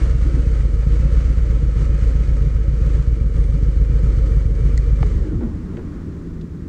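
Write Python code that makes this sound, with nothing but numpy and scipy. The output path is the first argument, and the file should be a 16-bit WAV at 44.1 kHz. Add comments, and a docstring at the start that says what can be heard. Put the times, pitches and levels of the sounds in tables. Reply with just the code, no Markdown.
"""A car park, heard muffled from a rider's helmet: a big V-twin motorcycle idles unevenly.
Exhaust pulses and intake gulps excite the resonances of pipes and airbox, and throb over gear whine
and valve clatter. A switch clicks, the firing ends, and friction brings the crank to rest with a
shudder. A limiter, held down by the throb, then lets go, and distant traffic comes up."""
import sys
import numpy as np
from scipy import signal
from scipy.fft import rfft, irfft, next_fast_len
from scipy.io import wavfile
from scipy.ndimage import uniform_filter1d, minimum_filter1d

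SR = 44100
rng = np.random.default_rng(int(sys.argv[2]) if len(sys.argv) > 2 else 0)


def to_wav(sig):
    """Store sig (one row per channel, or 1-D mono) as 16-bit WAV at the path in sys.argv[1].

    Samples outside -1..1 are clipped; the rate is SR.
    """
    pcm = np.clip(np.atleast_2d(sig), -1, 1) * 32767
    pcm = np.round(pcm).astype(np.int16)
    wavfile.write(sys.argv[1], SR, pcm.T)  # frames by channels


N = 294588
T = np.arange(N) / SR

CUT_S, COAST_S = 5.07, .7  # the ignition is cut; the crank then coasts to rest

# the idle, hunting as it settles: time_s, cycle_rate_hz (four-stroke cycles per second)
IDLE_SPEED = [(0.0, 8.497), (0.22, 8.411), (0.75, 7.153), (1.0, 7.937), (1.28, 8.119), (1.75, 7.47),
              (2.12, 7.832), (2.5, 7.419), (3.0, 7.782), (3.31, 6.971), (3.72, 7.417), (4.31, 7.214),
              (4.5, 6.723), (4.75, 7.527), (5.05, 6.983)]
# exhaust pulses of the two cylinders: phase_cycles, strength_db
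EXHAUST_PULSES = [(.868, 6), (.285, -1)]
# intake gulps of the two cylinders: phase_cycles, strength_db
INTAKE_PULSES = [(.56, -1.9), (.131, 0.34)]
# valve openings: phase_cycles, strength_db
VALVE_OPENINGS = [(.83, -0.5), (.26, 2.1), (1, -3), (.56, -7.5)]
# exhaust pipe resonances: pitch_hz, bandwidth_hz, gain_db
PIPE_MODES = [(61.5, 26.4, -4), (103.3, 7.3, -13), (139, 12, -30.5)]
# spectrum of the outrushing gas: frequency_hz, gain_db
GAS_SPECTRUM = [(50, -28.5), (85, -9.5), (110, 0.5), (150, 7.5), (190, -14.5), (240, -33.5), (310, -23.5),
                (400, -25), (700, -57), (3000, -85.5)]
# response of the primary drive and gearbox housing: frequency_hz, gain_db
HOUSING_SPECTRUM = [(120, -8), (200, -7), (300, 2), (390, -8.5), (462, 5.5), (505, -6.5), (545, 0),
                    (630, -19), (900, -48), (3000, -82.5)]
# gear mesh tones: order_per_cycle, gain_db
GEAR_ORDERS = [(63.87, -11), (73.3, -15), (41.57, -14.5), (169.6, -21.5)]
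# response of the crankcase and cylinder heads: frequency_hz, gain_db
CASE_SPECTRUM = [(380, -38.5), (650, -6.5), (800, -8.5), (980, -7), (1280, -2.5), (1550, -5), (2300, -6.5),
                 (2620, -18), (3400, -15), (4500, -18), (5200, -19), (6400, -19), (8600, -22),
                 (10400, -34.5), (13000, -55)]
# resonances of cooling fins and covers: pitch_hz, base_bandwidth_hz, gain_db
FIN_MODES = [(1288, 62, 4), (2210, 80, -11.5), (2954, 340, -6.5), (4420, 740, -14.5), (6170, 1500, -19)]
# fuel pump tones: pitch_hz, level_db
PUMP_TONES = [(2880, -68), (4320, -71)]
# envelope of the pump's thin top tone: time_s, level_db
PUMP_WHINE_ENVELOPE = [(0, -65), (.7, -65), (.9, -74), (1.3, -70), (2.1, -75), (3.2, -74), (3.45, -61),
                       (3.85, -74), (4.35, -66), (4.8, -66), (4.92, -80)]
# handlebar switches: start_s, t60_s, modes as (pitch_hz, peak_db, bandwidth_ratio)
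SWITCH_SNAPS = [(4.776, .018, [(2010, -23.5, 0.27), (4330, -25, 0.28), (6760, -26, 0.32)]),
                (5.029, .011, [(790, -20.5, 0.45), (1250, -22, .5), (1750, -22, 0.4), (3000, -35, .5)])]
# small metal ticks and rattles: start_s, peak_db, pitch_hz, t60_s, bandwidth_ratio
METAL_TICKS = [(3.634, -36, 4630, 0.011, .7), (4.712, -41, 2330, 0.055, .1), (4.991, -33, 1200, .02, .7),
               (5.407, -39, 1100, 0.16, .9), (5.435, -38.5, 1180, .08, 0.69), (5.769, -36, 1700, 0.04, 1.0),
               (5.791, -37, 1300, 0.05, 0.83), (6.412, -40, 3500, 0.05, .8)]
# dull frame jolts, most as the engine rocks to rest: start_s, peak_db, pitch_hz, t60_s, bandwidth_ratio
FRAME_JOLTS = [(0.25, -17.5, 282, 0.74, 0.36), (0.365, -17.5, 280, 0.23, 0.24), (5.262, -24, 346, 0.2, 0.2),
               (5.31, -23.5, 298, 0.12, 0.14), (5.32, -13.5, 72, 0.27, 0.49),
               (5.408, -19.5, 276, 0.25, 0.63), (5.425, -18, 229, 0.2, 0.16), (5.52, -19, 78, 0.33, 0.31),
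               (5.735, -21, 166, 0.23, 0.26), (5.774, -25.5, 384, 0.13, 0.46),
               (5.873, -24.5, 111, 0.037, 0.85)]
# spectrum of distant road rumble: frequency_hz, gain_db
ROAD_SPECTRUM = [(12, -30), (25, -4), (80, -3), (115, -10), (180, -6), (240, -9), (350, -12), (470, -25),
                 (750, -42), (1150, -38), (1900, -43), (2800, -52), (7300, -56), (10500, -68)]
# spectrum of a passing car's tyre hiss: frequency_hz, gain_db
TYRE_SPECTRUM = [(300, -20.5), (600, -2), (800, -6), (1150, -1), (1900, -9), (3000, -22), (9000, -33)]


def engine():
    """Rotating machinery: crank phase times every layer, and all fade as friction slows it evenly."""
    slowed = np.clip((T - CUT_S) / COAST_S, 0, 1)
    unfired = np.clip((T - CUT_S) / 0.011, 0, 1)
    idle_hz = np.interp(T, *np.transpose(IDLE_SPEED))
    speed_hz = idle_hz * (1 - slowed)
    cycles = np.cumsum(speed_hz) / SR
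    unfired_db = -2.5 * unfired  # throb and gas drop at once when the firing ends
    throb_db = -10.5 + unfired_db - 15.5 * slowed
    gas_db = -31 + unfired_db - 18.5 * slowed
    # the clatter quietens as the idle settles, and swells whenever the crank speeds up
    clatter_db = -41 - 0.3953 * T + 3.0 * (idle_hz - idle_hz.mean()) - 27.5 * slowed
    layers = (undb(throb_db) * throb(cycles)
              + undb(gas_db) * (burble(cycles, unfired, slowed) + gears(cycles))
              + undb(clatter_db) * clatter(cycles)
              + undb(-56) * chain(cycles))
    return layers * np.clip(speed_hz / 2, 0, 1)


def throb(cycles):
    """Impulse-driven resonance: pulses ring the pipes and airbox; their uneven spacing gives the lope."""
    blows = lowpass(pulse_train(cycles, EXHAUST_PULSES, scatter_db=1.76, jitter_s=0.001), hz=246)
    pipe_modes = sum(undb(db) * ring(blows, hz, width) for hz, width, db in PIPE_MODES)
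    pipe = ring(pipe_modes, hz=34.0, width_hz=42.3)
    gulps = pulse_train(cycles, INTAKE_PULSES, scatter_db=1.28, jitter_s=0.00097)
    airbox = ring(ring(gulps, hz=48.6, width_hz=22.1), hz=49.4, width_hz=25.2)
    # each firing also shakes the whole frame on its mounts
    shake = ring(ring(blows, hz=27.6, width_hz=20), hz=27.2, width_hz=23)
    return -unit(undb(-1.0) * unit(pipe) + unit(airbox) + undb(-14.5) * unit(shake))


def burble(cycles, unfired, slowed):
    """Pulsed turbulent flow: each valve opening thumps the muffler and vents gas; the housing drones."""
    openings = lowpass(pulse_train(cycles, VALVE_OPENINGS, scatter_db=1.0, jitter_s=0.00096), hz=168)
    thump = ring(ring(openings, hz=132.4, width_hz=33), hz=127.0, width_hz=62)
    thump_db = 5.5 - 5 * unfired - 14 * slowed
    flow = sum(undb(db) * puffs(cycles, [phase], decay_cycles=0.048) for phase, db in VALVE_OPENINGS)
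    gas = colour(noise() * flow, GAS_SPECTRUM)
    drone = colour(noise() * (1 + .5 * flow) * undb(1.3 * wander(22)), HOUSING_SPECTRUM)
    return undb(thump_db) * unit(thump) + undb(4.0) * gas + undb(-3.5) * drone


def gears(cycles):
    """Phase modulation: the crank surges twice a cycle and smears the whine of the meshing teeth."""
    surge = 0.004 * np.sin(4 * np.pi * cycles) + 0.0032 * wander(45)
    return sum(undb(db + 3 * wander(40)) * np.sin(2 * np.pi * order * (cycles + surge))
               for order, db in GEAR_ORDERS)


def clatter(cycles, knocks_per_s=2600):
    """Random impact excitation: countless small knocks of chain and valve gear ring the case and fins."""
    size_db = 3.0 * np.minimum(rng.exponential(size=N), 2.5)
    knocks = unit(noise() * (rng.random(N) < knocks_per_s / SR) * undb(size_db))
    accents = 1 + 0.38 * puffs(cycles, [0.92, 0.23, .49, 0.81], decay_cycles=0.18)
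    force = (knocks + 1.83 * noise()) * accents * undb(0.67 * wander(25))
    fins = sum(undb(db) * ring(ring(force, hz, 1.8 * width), hz, 1.8 * width)
               for hz, width, db in FIN_MODES)
    return undb(-1.5) * colour(force, CASE_SPECTRUM) + undb(-15.5) * unit(fins)


def chain(cycles, order=323):
    """An engine-order tone: the chain rings on its sprocket in short spells, pitched by crank speed."""
    surge = 0.0016 * np.sin(4 * np.pi * cycles) + 0.001 * wander(60)
    spells_db = 3.5 * np.tanh(wander(25))
    return undb(spells_db) * np.sin(2 * np.pi * order * (cycles + surge))


def impacts(contacts):
    """Damped vibration: each contact is a dying rattle in one resonance; bandwidth scales with pitch."""
    out = np.zeros(N)
    t = T[:SR // 3]
    for start_s, peak_db, hz, t60_s, bandwidth_ratio in contacts:
        burst = rng.standard_normal(len(t)) * undb(-60 * t / t60_s)
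        body = ring(ring(burst, hz, bandwidth_ratio * hz), hz, bandwidth_ratio * hz)
        start = int(start_s * SR)
        out[start:start + len(t)] += (undb(peak_db) * body / np.abs(body).max())[:N - start]
    return out


def switches():
    """Modal response: each switch snaps once and rings all the resonances of its housing."""
    return impacts([(start_s, peak_db, hz, t60_s, bandwidth_ratio)
                    for start_s, t60_s, modes in SWITCH_SNAPS for hz, peak_db, bandwidth_ratio in modes])


def fuel_pump(whine_hz=8645, off_s=4.9):
    """Rotor tones: all waver together with the electric pump's speed; the highest comes and goes."""
    spin_s = np.cumsum(1 + 0.0019 * wander(90)) / SR
    whine_db = np.interp(T, *np.transpose(PUMP_WHINE_ENVELOPE))
    partials = PUMP_TONES + [(whine_hz, whine_db)]
    tones = sum(undb(db + 2 * wander(33)) * np.sin(2 * np.pi * hz * spin_s) for hz, db in partials)
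    return tones * np.clip((off_s - T) / .05, 0, 1)


def traffic(pass_s=5.85, near_s=0.503, hum_hz=87.06, doppler_hz=7):
    """Doppler shift and spreading: over the road rumble a car swells and fades as its hum falls."""
    along = (T - pass_s) / near_s
    distance = np.hypot(1, along)  # 1 at the closest approach
    pitch_hz = hum_hz - doppler_hz * along / distance
    phase = 2 * np.pi * np.cumsum(pitch_hz * (1 + 0.01434 * wander(22))) / SR
    hum = undb(-35.5 + 3.1 * wander(5.0)) * np.sin(phase)
    hum += undb(-34 + 2 * wander(4.5)) * np.sin(2 * phase)
    rumble_gain = undb(-31) + undb(-39.5) / distance  # the steady road plus the passing car
    rumble = colour(noise(), ROAD_SPECTRUM) * rumble_gain * undb(0.53 * wander(7))
    tyres = colour(noise(), TYRE_SPECTRUM) * undb(-53 + 1.2 * wander(9)) / distance ** 2
    return hum / np.sqrt(distance) + rumble + tyres


def pulse_train(cycles, pulses, scatter_db, jitter_s):
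    """Cycle-to-cycle variation: each pulse recurs a little early or late, weak or strong."""
    out = np.zeros(N)
    for phase, db in pulses:
        due = np.arange(phase, cycles[-1], 1)
        timing, strength = rng.standard_normal((64, 2))[:len(due)].T
        start_s = np.interp(due, cycles, T) + jitter_s * timing
        starts = np.clip(start_s * SR, 0, N - 1).astype(int)
        np.add.at(out, starts, undb(db + scatter_db * strength))
    return out


def puffs(cycles, phases, decay_cycles):
    """Exponential decay: an envelope that reopens at the given phases of every cycle."""
    return sum(np.exp(-((cycles - phase) % 1) / decay_cycles) for phase in phases)


def ring(x, hz, width_hz):
    """Second-order resonance, with gain 1 at its centre."""
    quality = hz / min(width_hz, .3 * SR)
    return signal.lfilter(*signal.iirpeak(min(hz, .45 * SR), quality, SR), x)


def lowpass(x, hz, order=2):
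    """Low-pass filtering: removing treble rounds the edges of a wave."""
    return signal.sosfilt(signal.butter(order, hz, fs=SR, output="sos"), x)


def colour(x, spectrum):
    """Spectral shaping by a curve through (frequency_hz, gain_db) points; rms 1."""
    hz, db = np.transpose(spectrum)
    size = next_fast_len(N)
    bins_hz = np.maximum(np.fft.rfftfreq(size, 1 / SR), 1)
    gain = undb(np.interp(np.log(bins_hz), np.log(hz), db))
    return unit(irfft(rfft(x, size) * gain, size)[:N])


def wander(rate_hz):
    """Random modulation: a glide to a new value about rate_hz times a second; rms 1."""
    hold = int(SR / rate_hz)
    steps = np.repeat(rng.standard_normal(N // hold + 1), hold)
    return unit(uniform_filter1d(steps, hold)[:N])


def noise():
    """White noise: equal mean power at all frequencies."""
    return rng.standard_normal(N)


def undb(db):
    """Decibels to amplitude ratio."""
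    return 10 ** (np.asarray(db) / 20)


def unit(x):
    """Normalisation to rms 1."""
    return x / np.sqrt(np.mean(x ** 2) + 1e-18)


def scene():
    """Superposition: the motorcycle's sounds and the traffic add in one channel."""
    motorcycle = engine() + fuel_pump() + switches() + impacts(METAL_TICKS) + impacts(FRAME_JOLTS)
    return (motorcycle + traffic())[None]


def limiter(x, limit_db=-5.5, release_db_per_s=26, lookahead_s=0.029):
    """Peak limiting: the gain falls just ahead of each peak over the limit and climbs back slowly."""
    allowed_db = np.minimum(limit_db - 20 * np.log10(np.abs(x) + 1e-9), 0)
    climb_db = release_db_per_s * T
    gain_db = np.minimum.accumulate(allowed_db - climb_db, axis=-1) + climb_db
    window = int(2 * lookahead_s * SR)
    return x * undb(uniform_filter1d(minimum_filter1d(gain_db, window), window))


def record(dry, top_hz=15700):
    """Peak and band limiting: the throb is held down, the treble is lost and a trace of hiss is added."""
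    muffled = lowpass(limiter(dry), hz=9800, order=8)
    hiss = undb(-74) * noise()
    return signal.sosfilt(signal.ellip(8, .2, 70, top_hz, fs=SR, output="sos"), muffled + hiss)


dry = scene()
out = record(dry)
to_wav(out)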